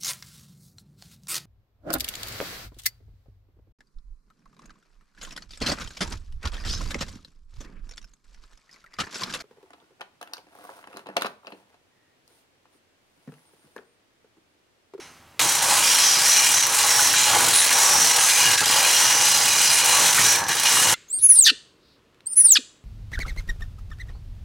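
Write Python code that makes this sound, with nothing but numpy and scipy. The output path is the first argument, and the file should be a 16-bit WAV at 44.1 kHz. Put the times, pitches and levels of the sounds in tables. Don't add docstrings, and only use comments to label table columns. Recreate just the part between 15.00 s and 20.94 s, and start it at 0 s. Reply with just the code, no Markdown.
import sys
import numpy as np
from scipy import signal
from scipy.fft import rfft, irfft
from scipy.io import wavfile
from scipy.ndimage import uniform_filter1d

SR = 44100
rng = np.random.default_rng(int(sys.argv[2]) if len(sys.argv) > 2 else 0)


def wav_record(signal):
    frames = np.transpose(np.atleast_2d(signal))
    bounded = np.clip(frames, -1, 1)
    quanta = np.round(bounded * 32767).astype(np.int16)
    wavfile.write(sys.argv[1], SR, quanta)


N = 261954
TIME = np.arange(N) / SR
FIRST_PULL_S = .394
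CREEP_TEETH_PER_S = 17

# start in s, length in s, rise in s, run-on t60 in s, top speed in
# ratchet teeth per s, then relative levels in dB of chain, housing and link ring.
PULLS = [(0.382, 0.11, 0.0041, 0.85, 41.4, -23, -33, -23), (0.606, 0.59, 0.1, 1.3, 53, -21.5, -31, -23),
         (1.218, 0.31, 0.038, 1.5, 45.6, -21.5, -34, -21.5),
         (1.651, 0.43, 0.18, 1.4, 53, -22.5, -30.5, -20.5),
         (2.169, 0.34, 0.021, 1.4, 55.3, -23, -31.5, -43),
         (2.538, 0.077, 0.016, 0.87, 23, -21.5, -31.5, -23),
         (2.708, 0.36, 0.031, 2.47, 49, -21.5, -30, -22), (3.17, 0.3, 0.045, 1.85, 43.4, -20.5, -30, -28.5),
         (3.656, .52, 0.036, 1.6, 50, -21.5, -29.5, -20.5), (4.18, 0.59, .04, 1.2, 38, -22, -31.5, -22.5),
         (4.838, .48, 0.061, 0.48, 46.5, -21, -30, -21.5), (5.483, 0.033, 0.0053, 2.5, 15, -26, -36, -25),
         (5.637, 0.35, 0.026, 1.04, 41.4, -21.5, -30.5, -23)]
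# frequency in Hz, relative level in dB.
WHEEL_MODES = [(1480, 2), (1625, 5), (1705, 4), (1840, 1.5), (1910, 6), (1990, 3), (2340, -1.5), (2379, 5),
               (2430, 2), (2475, 1), (2855, 2.5), (2885, 4.5), (2920, 2), (3186, 6), (3230, 0.5),
               (3275, -1), (3618, -4), (3900, 7), (4040, 7), (4115, 2.5), (4156, 6.5), (4285, 1),
               (4856, 6.5), (4910, 4), (4948, 3.5), (4985, -3)]
LINK_MODES = [(5515, 7.7), (5575, 3.9), (5635, 6.5), (5695, 5), (5787, 5), (5940, 3), (6015, 5.5),
              (6055, 6.8), (6125, 3), (6202, 8), (6290, 1), (6390, 1), (6457, 2)]
JINGLE_MODES = [(6790, -1), (7060, 0), (7160, 0), (7505, -10), (7947, 0), (8345, 3), (8473, -2), (8685, 6),
                (9400, -4), (9600, -6), (9700, -7), (9855, -4), (10190, -12), (10400, -4)]
CHAIN_MODES = WHEEL_MODES + LINK_MODES + JINGLE_MODES


def undb(db):
    return 10 ** (np.asarray(db) / 20)


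def unit(x):
    return x / np.sqrt(np.mean(x ** 2))


def convolve(x, response):
    return signal.fftconvolve(x, response)[:N]


def colour(x, points, size=4096):
    hz, db = np.transpose(points)
    octave = np.log2(np.maximum(np.fft.rfftfreq(size, 1 / SR), 1))
    beyond = np.abs(octave - np.clip(octave, np.log2(hz[0]), np.log2(hz[-1])))
    cepstrum = irfft(np.log(undb(np.interp(octave, np.log2(hz), db) - 20 * beyond)))
    cepstrum[1:size // 2] *= 2
    cepstrum[size // 2 + 1:] = 0
    return convolve(x, irfft(np.exp(rfft(cepstrum))))


def fade(t, t60_s):
    return (t >= 0) * np.exp(-np.log(1000) * np.abs(t) / t60_s)


def burst(t60_s):
    response = rng.standard_normal(SR) * fade(TIME[:SR], t60_s)
    return response / np.linalg.norm(response)


def resonate(x, hz, width_hz):
    return signal.lfilter(*signal.iirpeak(hz, hz / width_hz, fs=SR), x)


def wander(per_s):
    return np.interp(TIME * per_s, np.arange(1000), rng.standard_normal(1000))


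def impacts(per_s, spread_db):
    hit = rng.random(N) < per_s / SR
    sign = rng.choice([-1, 1], N)
    size = undb(spread_db * np.clip(rng.standard_normal(N), -2, 2))
    return unit(hit * sign * size / np.sqrt(per_s))


def garage_air():
    # frequency in Hz, relative density in dB.
    spectrum = [(25, -19), (60, 4), (130, 0.5), (250, 1.5), (500, -4.5), (1000, -1), (2300, -6.5),
                (5000, -13.5), (15000, -22)]
    return undb(-54.5) * unit(colour(rng.standard_normal(N), spectrum))


def settling():
    # frequency in Hz, relative density in dB.
    spectrum = [(88, -39), (150, 2), (623, -9), (1000, -2), (2310, -2), (3640, -10), (4160, -11),
                (6430, -8), (7200, -15), (10100, -11), (14000, -34)]
    shimmer = unit(colour(rng.standard_normal(N), spectrum)) * fade(TIME, t60_s=.78)
    ring = sum(undb(db) * resonate(rng.standard_normal(N), hz, width_hz=8)
               for hz, db in WHEEL_MODES + LINK_MODES)
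    return undb(-44.5) * shimmer + undb(-44) * unit(ring) * fade(TIME, t60_s=.36)


def wheel_speed():
    coast_s, skew, roundness = .1, .8, .45
    speed = np.full(N, .5 * CREEP_TEETH_PER_S)
    for start_s, length_s, _, _, top_speed, *_ in PULLS:
        progress = np.clip((TIME - start_s) / (length_s + coast_s), 0, 1)
        arc = np.abs(np.sin(np.pi * progress ** skew)) ** roundness
        speed = np.maximum(speed, top_speed * arc)
    return speed


def shaking_db(levels_db, rise_scale, trend_db, run_on_scale):
    shake = np.zeros(N)
    for (start_s, length_s, rise_s, t60_s, *_), db in zip(PULLS, levels_db):
        t = TIME - start_s
        attack = np.sqrt(np.clip(t / (rise_s * rise_scale), 0, 1))
        hold = undb(db + trend_db * (np.clip(t / length_s, 0, 1) - 1))
        run_on = fade(np.maximum(t - length_s, 0), t60_s * run_on_scale)
        shake = np.maximum(shake, attack * hold * run_on)
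    uneven_feed_db = wander(per_s=18)
    return 20 * np.log10(shake + 1e-9) + uneven_feed_db


def add_swells(base_db, rows):
    power = sum(undb(db) ** 2 * np.sin(np.pi * np.clip((TIME - start_s) / length_s, 0, 1))
                for start_s, length_s, db in rows)
    return 10 * np.log10(undb(base_db) ** 2 + power)


def wavering_mode(x, hz, width_hz, drift=.003):
    pitch_hz = hz * (1 + drift * wander(per_s=7))
    turn = np.exp(2j * np.pi * np.cumsum(pitch_hz) / SR)
    pole = np.exp(-np.pi * width_hz / SR)
    return (turn * signal.lfilter([1], [1, -pole], x * turn.conj())).real


def rattle(contacts, level_db, spectrum, modes, ring_db, width_hz, wander_db, clack_t60_s, spots=8):
    force = contacts * undb(level_db) * (TIME >= FIRST_PULL_S)
    spot = rng.integers(spots, size=N)
    clack = sum(convolve(force * (spot == k), burst(clack_t60_s)) for k in range(spots))
    ring = 0
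    for hz, db in modes:
        drive = force * undb(wander_db * wander(per_s=14))
        ring += undb(db) * unit(wavering_mode(drive, hz, width_hz))
    return unit(unit(colour(clack, spectrum)) + undb(ring_db) * unit(ring)) * np.std(force)


def gearbox(teeth_per_s, free_db=-50.5, strain_share=.11):
    # start in s, length in s, relative level in dB.
    strains = [(.38, 0.11, -39.5), (.48, .48, -45.5), (1.1, 0.15, -46), (1.44, 0.11, -44), (1.96, .32, -41),
               (2.26, .3, -36), (2.89, .23, -39), (3.36, 0.46, -40.5), (3.8, 1.28, -46), (4.96, 0.16, -39),
               (5.13, 0.18, -37.5), (5.27, 0.32, -42.5), (5.7, 0.34, -37.5)]
    shudders = [(.38, .13, -30), (.6, 0.2, -26.5), (1.78, .19, -28.5), (2.25, .19, -24.5),
                (2.73, 0.29, -26.5), (3.12, 0.089, -27.5), (3.74, 0.17, -28), (4.35, 0.095, -28.5),
                (4.84, 0.29, -26.5), (5.83, 0.14, -26)]
    # frequency in Hz, relative level in dB.
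    gear_spectrum = [(40, -32), (68, -12), (95, 1.5), (170, 0), (240, -5), (330, -0.5), (430, -1),
                     (540, 1.5), (750, -10)]
    housing_spectrum = [(200, -25), (330, -12.5), (430, -11.5), (520, -3.5), (720, -6.5), (860, -0.5),
                        (1150, -3), (1400, -6.5), (1900, -9.5)]
    housing_modes = [(843, 14), (911, 13.5), (975, 11.5), (1030, 8), (1125, 11.5), (1260, 6)]
    *_, pull_db, _ = np.transpose(PULLS)
    gear_db = add_swells(free_db, strains)
    shake_db = shaking_db(pull_db, rise_scale=.073, trend_db=-1.2, run_on_scale=6.1)
    housing_db = add_swells(shake_db + strain_share * (gear_db - free_db), shudders)
    knocks = impacts(24 * teeth_per_s, spread_db=1)
    gears = unit(colour(knocks, gear_spectrum)) * undb(gear_db + 2) * (TIME >= FIRST_PULL_S)
    housing = rattle(knocks, housing_db - .3, housing_spectrum, housing_modes,
                     ring_db=-1.5, width_hz=26, wander_db=3, clack_t60_s=.037)
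    return gears + housing


def running_chain(teeth_per_s):
    # frequency in Hz, relative density in dB.
    wheel_spectrum = [(1000, -22.5), (1480, -0.5), (1720, 2), (2020, 2), (2200, 2.5), (2500, 1),
                      (3200, -0.5), (3600, -0.5), (4150, 5), (4600, -3.5), (5200, 1), (6200, -19.5)]
    link_spectrum = [(4800, -39), (5400, -10), (5600, 15), (6100, 15), (6500, 5), (7500, -50)]
    jingle_spectrum = [(5500, -6), (6700, 0), (8700, -3), (9200, -3.5), (10700, -6), (12200, -13),
                       (15800, -22)]
    *_, pull_chain_db, _, pull_link_db = np.transpose(PULLS)
    wheel_db = shaking_db(pull_chain_db, rise_scale=.82, trend_db=-.24, run_on_scale=2.1)
    link_db = shaking_db(pull_link_db, rise_scale=1.9, trend_db=2.2, run_on_scale=2.6)
    jingle_db = shaking_db(pull_chain_db, rise_scale=.86, trend_db=-1.2, run_on_scale=1)
    contacts = impacts(20 * teeth_per_s, spread_db=2)
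    wheel = rattle(contacts, wheel_db - 2, wheel_spectrum, WHEEL_MODES,
                   ring_db=-2, width_hz=30, wander_db=3.2, clack_t60_s=.035)
    ring = rattle(contacts, link_db - 5, link_spectrum, LINK_MODES,
                  ring_db=-.5, width_hz=19, wander_db=.5, clack_t60_s=.068)
    jingle = rattle(contacts, jingle_db - 1.23, jingle_spectrum, JINGLE_MODES,
                    ring_db=-9, width_hz=28, wander_db=1.5, clack_t60_s=.07)
    return wheel, ring + jingle


def clashes():
    # start in s, level in dB, centre in Hz, width in Hz, hold in s, t60 in s,
    # ringing share of the power from 0 to 1.
    snatches = [(0.3935, -17.5, 3380, 9000, 0.008, 0.11, 0), (2.165, -19, 7100, 1500, 0.04, 0.33, 0.95),
                (2.161, -20.5, 3430, 3500, 0.04, 0.8, 0.7), (2.301, -31.5, 1270, 1710, 0.16, 0.2, 0),
                (2.539, -18.5, 10150, 1400, 0.07, 0.26, 0.85), (2.537, -25.5, 3800, 700, 0.052, 0.3, 0.6),
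                (2.734, -22, 5770, 600, 0.013, 0.2, 0.9), (3.19, -24, 9660, 1394, 0.024, 0.3, 0.6),
                (3.252, -31, 9810, 1205, 0.052, 0.67, 0.79), (3.283, -22.5, 4180, 6000, 0.023, .1, 0),
                (3.657, -19, 5950, 7030, 0, 0.13, 0.22), (4.722, -22.5, 9890, 1231, 0.024, 0.33, .7),
                (5.491, -25, 2950, 6800, 0.025, 0.33, 0.7), (5.654, -17.5, 2870, 2410, 0.0012, 0.27, 0.81),
                (5.657, -22, 5860, 1990, 0.056, 0.29, 1)]
    crack = colour(impacts(5000, spread_db=4), [(500, 3.5), (10500, -8.5), (13000, -1)])
    ring = sum(undb(db) * resonate(impacts(900, spread_db=3.5), hz, width_hz=21)
               for hz, db in CHAIN_MODES)
    out = 0
    for start_s, db, hz, width_hz, hold_s, t60_s, share in snatches:
        dull, clear = (unit(resonate(resonate(x, hz, width_hz), hz, width_hz)) for x in (crack, ring))
        envelope = (TIME >= start_s) * fade(np.maximum(TIME - start_s - hold_s, 0), t60_s)
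        out += undb(db) * envelope * (np.sqrt(1 - share) * dull + np.sqrt(share) * clear)
    return out


def pawl(teeth_per_s, scatter_db=2.5, landings=10):
    # time in s, relative level in dB.
    creep_drops = [(.566, -33), (0.621, -22.5), (2.664, -21), (2.706, -20), (3.165, -20), (3.607, -30),
                   (4.846, -21), (4.885, -23), (5.382, -32), (5.484, -25), (5.552, -24), (5.597, -21.5),
                   (5.634, -20.5)]
    # frequency in Hz, relative density in dB.
    spectrum = [(150, -18), (400, -10.5), (900, -2.5), (1800, -2.5), (3200, -2.5), (4800, -3), (6000, -3.5),
                (8000, 0.5), (10500, 0), (12500, -8), (15800, -8.5)]
    creep_s, creep_db = np.transpose(creep_drops)
    teeth = np.floor(np.cumsum(teeth_per_s * (teeth_per_s > CREEP_TEETH_PER_S)) / SR)
    running_s = TIME[np.flatnonzero(np.diff(teeth))]
    running_db = -24.5 + scatter_db * rng.standard_normal(len(running_s))
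    onsets = (np.r_[creep_s, running_s] * SR).astype(int)
    size = undb(np.r_[creep_db, running_db])
    landing = rng.integers(landings, size=len(onsets))
    ticks = 0
    for k in range(landings):
        blows = np.bincount(onsets, size * (landing == k), N)[:N]
        ticks += convolve(blows, burst(t60_s=.053) + undb(-3.5) * burst(t60_s=.19))
    return undb(-26.5) * unit(colour(ticks, spectrum))


def chatters(reach_hz=65, detune=.002, rise_s=.0064, evening=.45, evening_s=.046):
    # start in s, length in s, centre in Hz, level in dB.
    runs = [(0.779, 0.17, 2400, -32), (0.799, .22, 2862, -31.5), (.82, 0.34, 3210, -30.5),
            (.83, 0.13, 4850, -29), (0.831, 0.26, 5630, -25.5), (.88, .12, 5790, -30),
            (1.0, 0.23, 4960, -28), (1.027, .07, 6140, -23), (1.057, .11, 5790, -24),
            (1.231, .24, 5590, -25.5), (1.26, .15, 5850, -23), (1.29, .09, 6230, -24),
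            (1.301, 0.094, 4100, -27.5), (1.34, 0.14, 2350, -28.5), (1.35, .16, 2880, -30.5),
            (1.426, 0.074, 3202, -32.5), (1.51, 0.15, 5780, -25), (1.536, 0.066, 6270, -23.5),
            (1.888, 0.23, 5590, -25.5), (2.02, 0.053, 6150, -25), (2.75, 0.35, 5780, -27),
            (2.858, 0.3, 5600, -25), (2.879, 0.23, 6050, -29), (2.97, 0.09, 6340, -29),
            (3.128, 0.14, 2875, -33), (3.192, .28, 6180, -26), (3.269, 0.2, 2430, -29),
            (3.301, .23, 4946, -32), (3.361, .18, 2860, -28), (3.378, .2, 5630, -28.5),
            (3.43, 0.17, 1637, -30), (3.656, .12, 4935, -28), (3.66, 0.68, 2840, -31.5),
            (3.72, 0.37, 3206, -33), (3.806, .11, 2428, -27.5), (3.824, 0.068, 4115, -28),
            (3.89, 0.221, 5633, -27), (3.951, .4, 6063, -27), (3.978, 0.77, 4970, -32.5),
            (3.998, .1, 6460, -35), (4.1, 0.66, 5700, -32), (4.25, 0.7, 4090, -32), (4.3, .09, 4945, -29),
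            (4.359, .26, 6470, -29), (4.629, .07, 4950, -28), (4.4, 0.58, 2882, -31),
            (4.45, 0.49, 2424, -32), (4.5, .2, 6030, -29.5), (4.85, 0.26, 6030, -29),
            (5.029, 0.076, 3206, -31), (5.151, 0.21, 2421, -31), (5.219, .14, 5620, -26),
            (5.229, .11, 5980, -24.5), (5.263, .3, 1690, -32.5), (5.66, 0.059, 3190, -30.5),
            (5.66, 0.24, 2870, -30)]
    t = TIME[:SR]
    out = np.zeros(N + SR)
    for start_s, length_s, centre_hz, db in runs:
        contacts = impacts(400, spread_db=2.5)[:SR]
        shifts = 1 + detune * rng.standard_normal(len(CHAIN_MODES))
        ring = np.zeros(SR)
        for (hz, mode_db), shift in zip(CHAIN_MODES, shifts):
            nearness = np.exp(-.5 * ((hz - centre_hz) / reach_hz) ** 2)
            if nearness > 1e-4:
                ring += nearness * undb(mode_db) * resonate(contacts, hz * shift, width_hz=25)
        power = uniform_filter1d(ring ** 2, int(evening_s * SR))
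        ring /= (power + np.mean(power) / 20) ** (evening / 2)
        envelope = np.minimum(t / rise_s, 1) * fade(np.maximum(t - length_s, 0), t60_s=.11)
        onset = int(start_s * SR)
        out[onset:onset + SR] += undb(db) * envelope * ring / (np.std(ring[t < length_s]) + 1e-9)
    return out[:N]


def seatings():
    # start in s, relative level in dB, ring in Hz.
    knocks = [(1.992, -11.5, 1460), (2.137, -8.5, 1640), (2.207, -29, 1098), (2.362, -10, 950),
              (2.417, -18, 1408), (2.471, -16, 1199), (3.622, -17, 1360), (5.177, -8.5, 1306),
              (5.185, -7, 1830), (5.77, -12.5, 1160)]
    spray = impacts(6700, spread_db=7.5)
    return sum(undb(db + 11) * resonate(spray * fade(TIME - start_s, t60_s=.052), hz, width_hz=260)
               for start_s, db, hz in knocks)


def scene():
    # frequency in Hz, gain of the side signal in dB.
    side_spectrum = [(60, -14), (125, -15), (250, -39.5), (600, -28.5), (1250, -14.5), (2400, -19.5),
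                     (4000, -29), (5700, -11), (8300, -10.5), (11000, -8.5), (15000, -36)]
    lean_db = -.75
    teeth_per_s = wheel_speed()
    wheel, links = running_chain(teeth_per_s)
    groups = [pawl(teeth_per_s), gearbox(teeth_per_s) + wheel, links,
              chatters() + seatings() + garage_air(), clashes() + settling()]
    direct = sum(groups)
    room = np.r_[np.zeros(SR // 200), burst(t60_s=.35)]
    mid = direct + undb(-8.5) * convolve(direct, room)
    side = colour(sum(convolve(group, burst(t60_s=.3)) for group in groups), side_spectrum)
    return np.array([(mid + side) * undb(lean_db / 2), (mid - side) * undb(-lean_db / 2)])


def record(dry):
    follow_s, threshold_db, ceiling, top_hz = .012, -13, .95, 15900
    pole = np.exp(-1 / (follow_s * SR))
    power = signal.lfilter([1 - pole], [1, -pole], np.mean(dry ** 2, axis=0))
    held = dry / (1 + (power / undb(threshold_db) ** 2) ** 2) ** (1 / 4)
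    rounded = ceiling * np.tanh(held / ceiling)
    return signal.sosfilt(signal.ellip(10, .2, 80, top_hz, fs=SR, output="sos"), rounded)


dry = scene()
out = record(dry)
wav_record(out)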